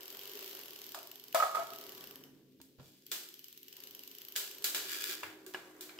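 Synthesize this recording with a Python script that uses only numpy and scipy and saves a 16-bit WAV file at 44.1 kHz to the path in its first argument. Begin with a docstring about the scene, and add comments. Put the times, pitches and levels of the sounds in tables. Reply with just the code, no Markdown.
"""Bicycle drivetrain in a ringing room

Heard from beside the rear sprockets of a bicycle on a stand. The pedals turn backwards in two spins: jockey-wheel
rollers whir as bands of noise and freewheel pawls tick once a ratchet tooth. The frame clacks and judders in two
ringing modes. Gear parts snap as shaped noise with a short ring, and an askew chain rasps in dense grains.
Driven forwards at the end, the chain hums, rasps and knocks. A room tail follows the blows, ticks and squawks."""
import sys
import numpy as np
from scipy import signal
from scipy.fft import rfft, irfft, next_fast_len
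from scipy.io import wavfile
from scipy.ndimage import uniform_filter1d, map_coordinates

SR = 44100
rng = np.random.default_rng(int(sys.argv[2]) if len(sys.argv) > 2 else 0)


def master_out(mix):
    """Clip the mix to full scale and print it as 16-bit PCM to the path in sys.argv[1]."""
    frames = np.transpose(np.atleast_2d(mix))
    ceiling = np.clip(frames, -1, 1)
    pcm = np.round(ceiling * 32767).astype(np.int16)
    wavfile.write(sys.argv[1], SR, pcm)


N = 264159
EASY_SPEED = 30  # ratchet teeth per s at which speed-dependent levels are stated

# sprocket speed in the two backward spins: time_s, speed [ratchet teeth per s]
FIRST_SPIN = [(0.008, 40.13), (0.325, 51.08), (0.504, 61.92), (0.51, 52.77), (0.784, 33.95), (0.848, 42.79),
              (0.984, 24.99), (1.078, 23.06), (1.175, 24.68), (1.443, 20.2), (1.723, 30.56), (1.734, 39.79),
              (1.949, 34.84), (2.062, 30.74), (2.256, 4.65)]
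SECOND_SPIN = [(3.066, 17.27), (3.431, 19.66), (3.451, 25.43), (3.626, 17.13), (3.824, 30.08),
               (3.991, 22.2), (4.228, 31.42), (4.328, 24.77), (4.575, 28.86), (4.644, 20.18)]
# colour of rustling links and loose rollers: frequency_hz, level_db [per Hz]
RUSTLE_TONE = [(600, -36), (1500, -6.5), (2200, 0), (3000, 4.5), (5000, 2), (8000, -6.5), (12500, 1.5),
               (16000, 1.5)]
# resonances of sprockets and derailleur: centre_hz, width_hz, gain_db
STEEL_MODES = [(1430, 110, 4), (1677, 90, 6.5), (2390, 90, 4.5), (2970, 120, 4.5), (3390, 45, 7.5),
               (3840, 1000, 4.5), (4700, 200, 3.5), (5010, 120, 1.5), (7120, 200, 4), (7380, 120, 0)]


def amp(db):
    """Decibels to gain."""
    return 10 ** (np.asarray(db) / 20)


def unit(x):
    """Scale to rms 1."""
    return x / np.sqrt(np.mean(x ** 2) + 1e-20)


def along(points, hz):
    """Read (Hz, value) points on a log frequency axis."""
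    f, v = np.transpose(points)
    return np.interp(np.log(hz + 1), np.log(f + 1), v)


def coloured(points):
    """Gain response that follows (Hz, dB) points."""
    return lambda hz: amp(along(points, hz))


def curves(rows):
    """One value per sample for each column after the time."""
    s, *columns = np.transpose(rows)
    return [np.interp(np.arange(N) / SR, s, column) for column in columns]


def wobble(rate):
    """A smooth random curve with rate knots a second."""
    knots = rng.standard_normal(int(N * rate / SR) + 4)
    return map_coordinates(knots, [np.arange(N) * rate / SR])


def filtered(x, response):
    """Weight the spectrum of x by a response of frequency."""
    n = x.shape[-1]
    padded = next_fast_len(n + 4096)
    spectrum = rfft(x, padded) * response(np.fft.rfftfreq(padded, 1 / SR))
    return irfft(spectrum, padded)[..., :n]


def add(track, s, sound):
    """Mix a sound into the track at time s."""
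    i = max(round(s * SR), 0)
    part = track[..., i:i + sound.shape[-1]]
    part += sound[..., :part.shape[-1]]


def noise(n, tone=lambda hz: 1):
    """Stereo noise of rms 1, most alike in the low mids and nearly unrelated in the treble."""
    # likeness of left and right: frequency_hz, correlation [-1 to 1]
    likeness = [(60, 0.66), (380, 0.91), (950, 0.47), (2400, 0.077), (6000, 0.057)]

    def mid_side(hz):
        turn = np.arccos(np.clip(along(likeness, hz), -1, 1)) / 2
        return tone(hz) * np.array([np.cos(turn), np.sin(turn)])

    mid, side = filtered(rng.standard_normal((2, n)), mid_side)
    return unit(np.array([mid + side, mid - side]))


def resonances(modes, hz):
    """Summed dB peaks and hollows, as a gain."""
    return amp(sum(db / (1 + (2 * (hz - centre) / width) ** 2) for centre, width, db in modes))


def room(x):
    """The room's answer: a diffuse tail of unit energy on the left, each frequency dying at its own speed."""
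    # reverberation time: frequency_hz, t60_s
    decay_times = [(100, 0.39), (600, 0.7), (2000, 0.51), (5000, 0.6), (10000, 0.52), (15000, 0.47)]
    hz, t, bins = signal.stft(noise(SR), SR, nperseg=256)
    t60 = np.maximum(along(decay_times, hz), .05)[:, None]
    tail = signal.istft(bins * amp(-60 * t / t60), SR, nperseg=256)[1]
    tail *= 1 - np.exp(-np.arange(tail.shape[1]) / SR / .0016)  # builds up over a few ms
    return signal.fftconvolve(x, tail / np.linalg.norm(tail[0]), axes=1)


def spin_speed(spin):
    """Teeth per second at each sample, zero outside the spin."""
    s, speed = np.transpose(spin)
    return np.interp(np.arange(N) / SR, s, speed, left=0, right=0)


def whir():
    """Rollers drum on the jockey wheels: a narrow noise band glides along the roller pitch."""
    # roller whir: time_s, pitch_hz, level_db
    whir_path = [(0, 386, -61.5), (.2, 385.9, -63.5), (.36, 388.4, -56), (.55, 388, -61), (.85, 388, -66),
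                 (1.05, 378.9, -64.5), (1.2, 381.8, -70.5), (1.4, 388.1, -67.5), (1.9, 393, -59.5),
                 (2.15, 374, -65.5), (2.5, 344.8, -79), (3, 359, -76.5), (3.25, 348.3, -63.5),
                 (3.45, 365.6, -75), (3.9, 378.6, -69.5), (4.3, 381.9, -69), (4.75, 372.7, -59.5),
                 (5.3, 369.6, -62), (5.99, 364, -62.5)]
    width_hz = 42
    pitch, level_db = curves(whir_path)
    centre = np.mean(pitch)

    def peak(hz):
        return (1 + ((hz - centre) / width_hz) ** 2) ** -1.1 * hz / np.hypot(hz, 200)

    band = signal.hilbert(noise(N, peak))
    # evenly spaced rollers keep the whir steady
    band /= np.sqrt(uniform_filter1d(np.mean(abs(band) ** 2, axis=0), SR // 8) / 2)
    glide = np.exp(2j * np.pi * np.cumsum(pitch - centre) / SR)
    return amp(level_db) * np.real(band * glide)


def clatter():
    """The links clatter as low-mid noise with a quickly fluctuating level."""
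    # clatter level: time_s, level_db
    clatter_path = [(0, -59.5), (.25, -60), (.45, -56), (1.2, -70.5), (1.8, -59), (2.12, -59.5),
                    (2.35, -72), (2.7, -102), (3.68, -86), (3.79, -66.5), (4.15, -71.5), (4.55, -65),
                    (4.95, -58.5), (5.38, -65.5), (5.6, -61.5), (5.99, -61.5)]
    # clatter colour: frequency_hz, level_db [per Hz]
    clatter_colour = [(200, -14.5), (500, -0.5), (700, -1), (1100, -6.5), (1600, -1.5), (2200, -7),
                      (4000, -13)]
    [level_db] = curves(clatter_path)
    return amp(level_db) * unit(noise(N, coloured(clatter_colour)) * amp(1.8 * wobble(150)))


def rustle(speed, forwards):
    """The links rustle as grainy bright noise, louder with speed and much quieter when taut."""
    # growth with speed: level_db at EASY_SPEED, rise [dB per doubling], floor_db at rest
    easy_db, db_per_doubling, rest_db = (-57, 7.1, -73)
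    taut_db, grain_db, pan_db = -26, 2, 1
    moving_db = easy_db + db_per_doubling * np.log2(np.maximum(speed, 1) / EASY_SPEED)
    level = np.hypot(amp(moving_db), amp(rest_db))
    grainy = unit(noise(N, coloured(RUSTLE_TONE)) * amp(grain_db * wobble(400)))
    return level * amp(taut_db * (forwards > 0)) * grainy * amp([[pan_db], [-pan_db]])


def rollers(speed):
    """Loose rollers tick faintly at random times, denser as the chain runs faster."""
    ticks_per_tooth, spread_db, level_db, life_s = 2, 3, -61, .0007
    strength = amp(spread_db * np.clip(rng.standard_normal(N), -2, 1))
    hits = (rng.random(N) < ticks_per_tooth * speed / SR) * strength
    gain = signal.lfilter([1], [1, -np.exp(-1 / (life_s * SR))], hits)
    return amp(level_db) * gain * noise(N, coloured(RUSTLE_TONE))


def grinding():
    """Link plates catch and slip in dense grains, now on one sprocket, now on its neighbour."""
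    # rasp colour: frequency_hz, level_db [per Hz]
    rasp_colour = [(200, -42), (600, -49), (1200, -4.5), (1450, -1.5), (2500, 0.5), (4000, -5), (5000, 1.5),
                   (7300, -1.5), (8100, -1.5), (11000, 0), (13500, 1), (16000, 1.5)]
    sprocket_spread, wander_rate = .025, 14  # relative pitch spread; knots per s of the wandering
    grain_db, wander_db, ringing = 4, 3, 1.8  # ringing: exponent on the steel resonances
    out = np.zeros((2, N))
    for size in (1 - sprocket_spread, 1, 1 + sprocket_spread):
        grains = noise(N) * amp(grain_db * wobble(450) + wander_db * wobble(wander_rate))
        out += filtered(grains, lambda hz: coloured(rasp_colour)(hz) * resonances(STEEL_MODES, hz * size) ** ringing)
    return unit(out)


def scraping(rasp):
    """An askew chain scrapes the teeth beside it; a light scrape stirs only the higher resonances."""
    # scrapes: start_s, length_s, level_db, sag [dB per s, negative swells], lowest_hz
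    scrapes = [(2.785, 0.29, -54.5, 40.5, 2580), (4.773, 0.35, -44, -13.5, 504)]
    attack_s, release_s = .079, .078
    t = np.arange(N) / SR
    out = np.zeros((2, N))
    for s, length, db, sag_db, lowest_hz in scrapes:
        swell = np.clip((t - s) / attack_s, 0, 1)
        release = np.exp(-np.maximum(t - s - length, 0) / release_s)
        scrape = filtered(rasp, lambda hz: hz ** 2 / np.hypot(hz ** 2, lowest_hz ** 2))
        out += amp(db - sag_db * np.clip(t - s, 0, length)) * swell * release * scrape
    return out


def mesh_hum():
    """Teeth meshing under drive hum as a sine with unsteady pitch and level."""
    # meshing hum: time_s, pitch_hz, level_db
    mesh_path = [(4.5, 298, -100), (4.7, 301.7, -65.5), (5, 312.8, -68), (5.3, 316, -64), (5.6, 314.5, -68),
                 (5.99, 308, -64.5)]
    pitch, level_db = curves(mesh_path)
    phase = 2 * np.pi * np.cumsum(pitch + 2 * wobble(18)) / SR
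    return amp(level_db + 1.5 * wobble(12)) * np.sin(phase)


def chain():
    """All sounds of the running chain, with rustle and roller ticks tied to its speed."""
    # forward drive, pawls locked: time_s, speed [ratchet teeth per s]
    drive_path = [(4.65, 46), (4.8, 62), (5.08, 49), (5.38, 30), (5.55, 43), (5.72, 38), (5.99, 49)]
    forwards = spin_speed(drive_path)
    speed = np.maximum(spin_speed(FIRST_SPIN) + spin_speed(SECOND_SPIN), forwards)
    links = clatter() + rustle(speed, forwards)
    return whir() + links + rollers(speed) + scraping(grinding()) + mesh_hum()


def rumble():
    """The dull floor of stand and room, with a low hum that swells as the first spin runs out."""
    # rumble level before the common lift: time_s, level_db
    rumble_path = [(0, -79.5), (.35, -73), (1.2, -76), (2.25, -66), (2.8, -73), (3.55, -77), (3.9, -72.5),
                   (4.45, -78.5), (4.75, -72.5), (5.99, -74.5)]
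    # rumble colour: frequency_hz, level_db [per Hz]
    rumble_colour = [(20, -16.5), (50, -12), (90, -10), (135, 0.5), (180, -1), (260, 4.5), (420, -1.5),
                     (540, -12), (680, -24.5), (1050, -35.5), (2000, -32)]
    # low hum: time_s, level_db
    hum_path = [(0, -84), (1.4, -78.5), (2, -74), (2.3, -67), (2.7, -73), (3.3, -85), (4.6, -85.5),
                (5.99, -80)]
    lift_db, hum_hz = 3, 139
    [floor_db] = curves(rumble_path)
    [hum_db] = curves(hum_path)
    hum_phase = 2 * np.pi * np.cumsum(hum_hz + 2 * wobble(20)) / SR
    hum = amp(hum_db + 2 * wobble(10)) * np.sin(hum_phase)
    return hum + amp(floor_db + lift_db) * noise(N, coloured(rumble_colour))


def pawl_drops():
    """(s, speed) each time a ratchet tooth passes during a backward spin."""
    drops = []
    for spin in (FIRST_SPIN, SECOND_SPIN):
        s, speed = np.transpose(spin)
        t = np.arange(s[0], s[-1], 1 / SR)
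        teeth = np.cumsum(np.interp(t, s, speed)) / SR
        times = np.interp(np.arange(teeth[-1]), teeth, t)
        drops += zip(times, np.interp(times, s, speed))
    return drops


def pawls():
    """Each pawl slides off its tooth and snaps down with a bright tick and a short ping of the sprockets."""
    # spread from tooth to tooth: level_db, tilt [dB per octave], ping_db, detuning [ratio]
    tooth_scatter = (1, .5, 1.8, .035)
    # tick colour shared by both sides, then opposed between them: frequency_hz, level_db [per Hz]
    mid_colour = [(500, -38), (2200, -20), (3100, -9), (5000, -11), (7500, -15), (10500, -23.5),
                  (12100, -3.5), (13200, -1), (14500, -12.5), (16000, -6)]
    side_colour = [(500, -29.5), (2300, -17), (3050, -11.5), (3900, -13), (5200, -6.5), (7500, -16.5),
                   (10500, -16), (12200, -3), (13500, -3.5), (16000, -17.5)]
    # pawls that catch harder: time_s, extra_db
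    hard_catches = [(.08, 1.5), (.105, 2), (.173, 2.5), (.552, 2), (.761, 2), (.817, 2.5), (1.116, 1),
                    (1.327, 2.5), (1.735, 1.5), (2.158, 4), (3.066, 1), (3.728, 1.5), (3.838, 2.5),
                    (3.95, 2), (3.993, 2.5), (4.077, 1.5), (4.186, 1.5), (4.286, 2)]
    easy_db, db_per_doubling, room_db = -50, 1.6, -5  # easy_db: level at EASY_SPEED
    ping_hz, ping_db, ping_life_s = 3040, 1.2, .0014
    t = np.arange(SR // 80) / SR - .002  # the snap comes at t = 0
    swell, after = np.exp(np.minimum(t, 0) / .0005), np.maximum(t, 0)
    rebound = amp(-17) * np.exp(-after / .004)
    shape = swell * (np.exp(-after / .0014) + rebound)
    ticks = np.zeros((2, N))
    for s, speed in pawl_drops():
        catch_db, tilt_db, force_db, detune = rng.normal(0, tooth_scatter)  # no two teeth catch alike
        hard_db = sum(more for at, more in hard_catches if abs(at - s) < .008)
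        db = easy_db + db_per_doubling * np.log2(speed / EASY_SPEED) + catch_db + hard_db

        def tone(hz):
            colours = np.array([along(mid_colour, hz), along(side_colour, hz)])
            return amp(colours + tilt_db * np.log2((hz + 500) / 6000))

        tick = unit(shape * noise(len(t), tone))
        wave = np.sin(2 * np.pi * (ping_hz * (1 + detune) * t + rng.random()))
        ping = amp(ping_db + force_db) * amp([[-2], [2]]) * swell * np.exp(-after / ping_life_s) * wave
        add(ticks, s - .002, amp(db) * (tick + ping))
    return ticks + amp(room_db) * room(ticks)[:, :N]


def frame():
    """Stick and slip drive two modes of the frame in bursts; each burst leaves it ringing."""
    # squawks: start_s, length_s, low_hz, high_hz, low_db, high_db [levels at the start]
    squawks = [(.946, .01, 635, 1216, -46, -51), (.975, .01, 660, 1216, -48, -55),
               (1.346, .02, 662, 1285, -21.5, -39), (1.353, .013, 662, 1280, -44, -29),
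               (1.372, .02, 672, 1250, -28, -43), (1.3995, .012, 660, 1271, -41, -22.5),
               (1.4238, .015, 660, 1262, -31, -19.5), (1.436, .006, 720, 1290, -31, -38),
               (1.451, .035, 652, 1250, -37, -35), (1.548, .012, 670, 1250, -43, -28.5),
               (1.568, .015, 735, 1285, -41, -28.5), (1.587, .04, 672, 1250, -33, -38)]
    # after-ring modes: frequency_hz, level_db [relative to the squawk], t60_s
    ring_modes = [(555, -6, .6), (642, -4, .5), (670, -2.5, .65), (730, -7, .8), (778, -7, .8),
                  (921, -6, .8), (1089, -10, .7), (1114, -7, .75), (1138, -6, .85), (1196, -5, .7),
                  (1250, 1, .8), (1291, -1, .7), (1371, -9, .6), (1401, -10, .55), (1675, -12, .55),
                  (1925, -15, .45), (1952, -15, .45), (2218, -9, .5)]
    # crackle of stick and slip between the modes: frequency_hz, level_db [per Hz]
    grit_colour = [(250, -30), (520, 0), (1000, 0), (1700, -3), (2300, -5), (3200, -25), (8000, -50)]
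    sag_db_per_s, release_s, waver, grit_db, room_db = 230, .003, .003, -15, -9.5  # waver: relative pitch
    split_hz, ring_db, scatter_db, blur_hz = 950, -22.3, 2, 1
    t = np.arange(SR) / SR
    out = np.zeros((2, N))
    pans = [amp([[2.8], [-2.8]]), amp([[-2.8], [2.8]])]  # low modes lean left, high modes right
    lead_rad = np.array([[0], [1]])  # the wave reaches the right side first
    for s, length, low_hz, high_hz, low_db, high_db in squawks:
        gate = (1 - np.exp(-t / .0006)) * np.exp(-np.maximum(t - length, 0) / release_s)
        for hz, db, pan in zip((low_hz, high_hz), (low_db, high_db), pans):
            pitch = hz * (1 + waver * wobble(67)[:len(t)])
            wave = np.sin(2 * np.pi * np.cumsum(pitch) / SR + lead_rad)
            burst = pan * amp(db - sag_db_per_s * t) * gate * wave
            add(out, s, burst)
            add(out, s + length / 2, amp(room_db) * room(burst[:, :SR // 16]))
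        grit = amp(max(low_db, high_db) + grit_db) * gate * noise(len(t), coloured(grit_colour))
        add(out, s, grit)
        for hz, db, t60 in ring_modes:
            high = int(hz > split_hz)  # a mode takes its energy from the nearer squawk
            start_db = db + rng.normal(0, scatter_db) + ring_db + (low_db, high_db)[high]
            fade = amp(start_db - 60 * t / t60) * (1 - np.exp(-t / .0025))
            # loose parts blur the ring
            drift = np.cumsum(rng.standard_normal(len(t))) * np.sqrt(2 * np.pi * blur_hz / SR)
            wave = np.sin(2 * np.pi * (hz * t + rng.random()) + drift + lead_rad)
            add(out, s, pans[high] * fade * wave)
    return out


def blows(events, colour, pivot_hz, ring_db, room_db, crack_s, rattle_s, ring_life_s):
    """A sharp crack, a brief rattle and the ring of the struck part, spread by the room."""
    rattle_db, overtone, overtone_db, ring_room_db = -14, 1.73, -7, -10
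    t = np.arange(SR // 16) / SR
    attack = 1 - np.exp(-t / .0003)
    shape = attack * (np.exp(-t / crack_s) + amp(rattle_db) * np.exp(-t / rattle_s))
    # the room gathers all directions, which evens out the crack's colour
    push = np.linalg.norm(shape) * (t == 0)[None]

    def mode(hz):
        fade = np.exp(-t / ring_life_s * np.sqrt(hz / 2000))  # low modes last longer
        return attack * fade * np.sin(2 * np.pi * (hz * t + .18 * rng.random((2, 1))))

    def lead(x):  # 5 ms ahead, where the filter can spread
        return np.pad(x, ((0, 0), (SR // 200, 0)))

    out = np.zeros((2, N))
    for s, db, tilt_db, ring_hz, own_ring_db, hard_db in events:
        def tone(hz):
            tilted = amp(along(colour, hz) + tilt_db * np.log2((hz + 100) / pivot_hz))
            return tilted * resonances(STEEL_MODES, hz) * (hz / np.hypot(hz, 70)) ** 2

        ring = amp(ring_db + own_ring_db) * lead(mode(ring_hz) + amp(overtone_db) * mode(overtone * ring_hz))
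        onset = s - .005
        # a harder contact lifts mainly the first instant
        contact = shape * amp(hard_db * np.exp(-t / (2 * crack_s)))
        direct = filtered(lead(contact * noise(len(t))), tone) + ring
        sent = filtered(lead(push), tone) + amp(ring_room_db) * ring
        add(out, onset, amp(db) * direct)
        add(out, onset, amp(db + room_db) * room(sent))
    return out


def clacks():
    """The frame takes hard blows and answers with a mid-heavy crack."""
    # clacks: start_s, level_db, brightness [dB per octave], ring_hz, ring_db, hardness_db
    clack_events = [(.946, -29.5, 1, 5020, 5, 4.5), (1.3465, -16, 1.1, 1686, 0, 4),
                    (1.399, -23.5, 0, 1330, 1, -2), (1.424, -24, 0, 747, -0.5, -2),
                    (1.548, -23, 0, 917, 2, -3)]
    # clack colour: frequency_hz, level_db [per Hz]
    clack_colour = [(130, -53.5), (650, 2.5), (2100, -13.5), (5200, -14.5), (13000, -15.5)]
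    return blows(clack_events, clack_colour, pivot_hz=750, ring_db=-18, room_db=5.5,
                 crack_s=.0025, rattle_s=.023, ring_life_s=.006)


def thuds():
    """The stand thuds dully, its energy mostly in the bass."""
    # thuds: start_s, level_db, brightness [dB per octave], ring_hz, ring_db, hardness_db
    thud_events = [(1.425, -47.5, -6, 45, -0.5, 6), (2.601, -43.5, 3, 930, -1, 2),
                   (2.785, -33.5, 2, 92.5, -3, -13), (2.797, -31.5, 1.8, 141, -0.5, -2.5),
                   (5.245, -42, -1.5, 100.6, -1.5, -6)]
    # thud colour: frequency_hz, level_db [per Hz]
    thud_colour = [(40, -6), (90, 9), (140, 6), (210, 1.5), (650, -11), (2100, -26), (5200, -33),
                   (13000, -55)]
    return blows(thud_events, thud_colour, pivot_hz=230, ring_db=-20.5, room_db=-4,
                 crack_s=.0055, rattle_s=.027, ring_life_s=.01)


def snaps():
    """The chain snaps onto a sprocket with a bright crack and a long rattle."""
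    # snaps: start_s, level_db, brightness [dB per octave], ring_hz, ring_db, hardness_db
    snap_events = [(2.615, -52.5, 2.5, 5230, -2, 11), (3.116, -26, 0.5, 3570, 0, -0.5),
                   (4.356, -36.5, -1.5, 1690, -5.5, 1), (4.361, -23.5, 1.1, 3170, -6, -0.5),
                   (4.6225, -45, 3, 4300, 5, -1), (4.642, -23.5, 1.9, 4740, 1, -2),
                   (4.643, -25.5, 1.5, 4080, 6.5, 3), (4.747, -24, -0.7, 3800, -5, 3),
                   (4.758, -31, 1.5, 3600, -6, 1), (5.094, -36, -1.5, 4720, 3, 2),
                   (5.464, -44, 2.5, 1610, 4, 5), (5.538, -41.5, -2.5, 2970, 0, 4),
                   (5.809, -36.5, 1.5, 7380, -9, 1.5)]
    # snap colour: frequency_hz, level_db [per Hz]
    snap_colour = [(130, -18), (480, -7.5), (1000, -8.5), (1700, -2.5), (5200, -1.5), (13000, -0.5)]
    return blows(snap_events, snap_colour, pivot_hz=5000, ring_db=-10, room_db=3.5,
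                 crack_s=.0017, rattle_s=.046, ring_life_s=.0067)


def booms():
    """Each jerk of the chain sets the jockey-wheel cage ringing in one low mode."""
    # booms: start_s, level_db
    boom_events = [(3.117, -54), (4.75, -47), (5.09, -42), (5.465, -42), (5.543, -45), (5.81, -49.5)]
    boom_hz, attack_s, life_s = 372, .0031, .022
    t = np.arange(SR // 4) / SR
    swing = (1 - np.exp(-t / attack_s)) * np.exp(-t / life_s) * np.sin(2 * np.pi * boom_hz * t)
    out = np.zeros((2, N))
    for s, db in boom_events:
        add(out, s, amp(db) * swing)
    return out


def derailleur_knocks():
    """The derailleur knocks under drive: short cracks with little treble of their own."""
    # knocks: start_s, level_db, brightness [dB per octave], ring_hz, ring_db, hardness_db
    knock_events = [(5.232, -23.5, 4, 996, -5, -3), (5.2335, -25.5, 6.5, 2720, 0, -2),
                    (5.5455, -25.5, 2, 1667, 6, 0), (5.547, -30.5, 4, 2950, 3.5, -6),
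                    (5.893, -34, 6.5, 2390, 3, -5), (5.988, -28, -1.5, 2940, 1, -6)]
    # knock colour: frequency_hz, level_db [per Hz]
    knock_colour = [(130, -3), (600, 4.5), (1100, 1.5), (2100, 0), (5200, -24.5), (13000, -30)]
    return blows(knock_events, knock_colour, pivot_hz=1690, ring_db=-10.5, room_db=-2.5,
                 crack_s=.0012, rattle_s=.02, ring_life_s=.004)


def scene():
    """The whole drivetrain, its running sounds coloured by the room's standing waves."""
    # bass standing waves, peaks and hollows: centre_hz, width_hz, gain_db
    standing_waves = [(154, 24, -6), (198, 14, 5.5), (224, 16, -6.5), (265.8, 14, 6.5), (316, 12, 6),
                      (339, 22, -4.5), (377, 13, 0.5), (416, 13, 5.5), (450, 40, 0.5), (534, 22, 5.5),
                      (990, 75, 6.5), (1138, 26, 10.5)]
    running = filtered(chain() + rumble(), lambda hz: resonances(standing_waves, hz))
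    struck = clacks() + thuds() + snaps() + derailleur_knocks()
    return running + pawls() + frame() + struck + booms()


def record(dry):
    """The microphone port hollows out the upper treble, and a steep cutoff ends the band."""
    notch_hz, notch_width_hz, notch_db, top_hz = 9700, 750, -10, 15700

    def response(hz):
        port = amp(notch_db * np.exp(-((hz - notch_hz) / notch_width_hz) ** 2))
        return port / (1 + (hz / top_hz) ** 160)

    return filtered(dry, response)


dry = scene()
out = record(dry)
master_out(out)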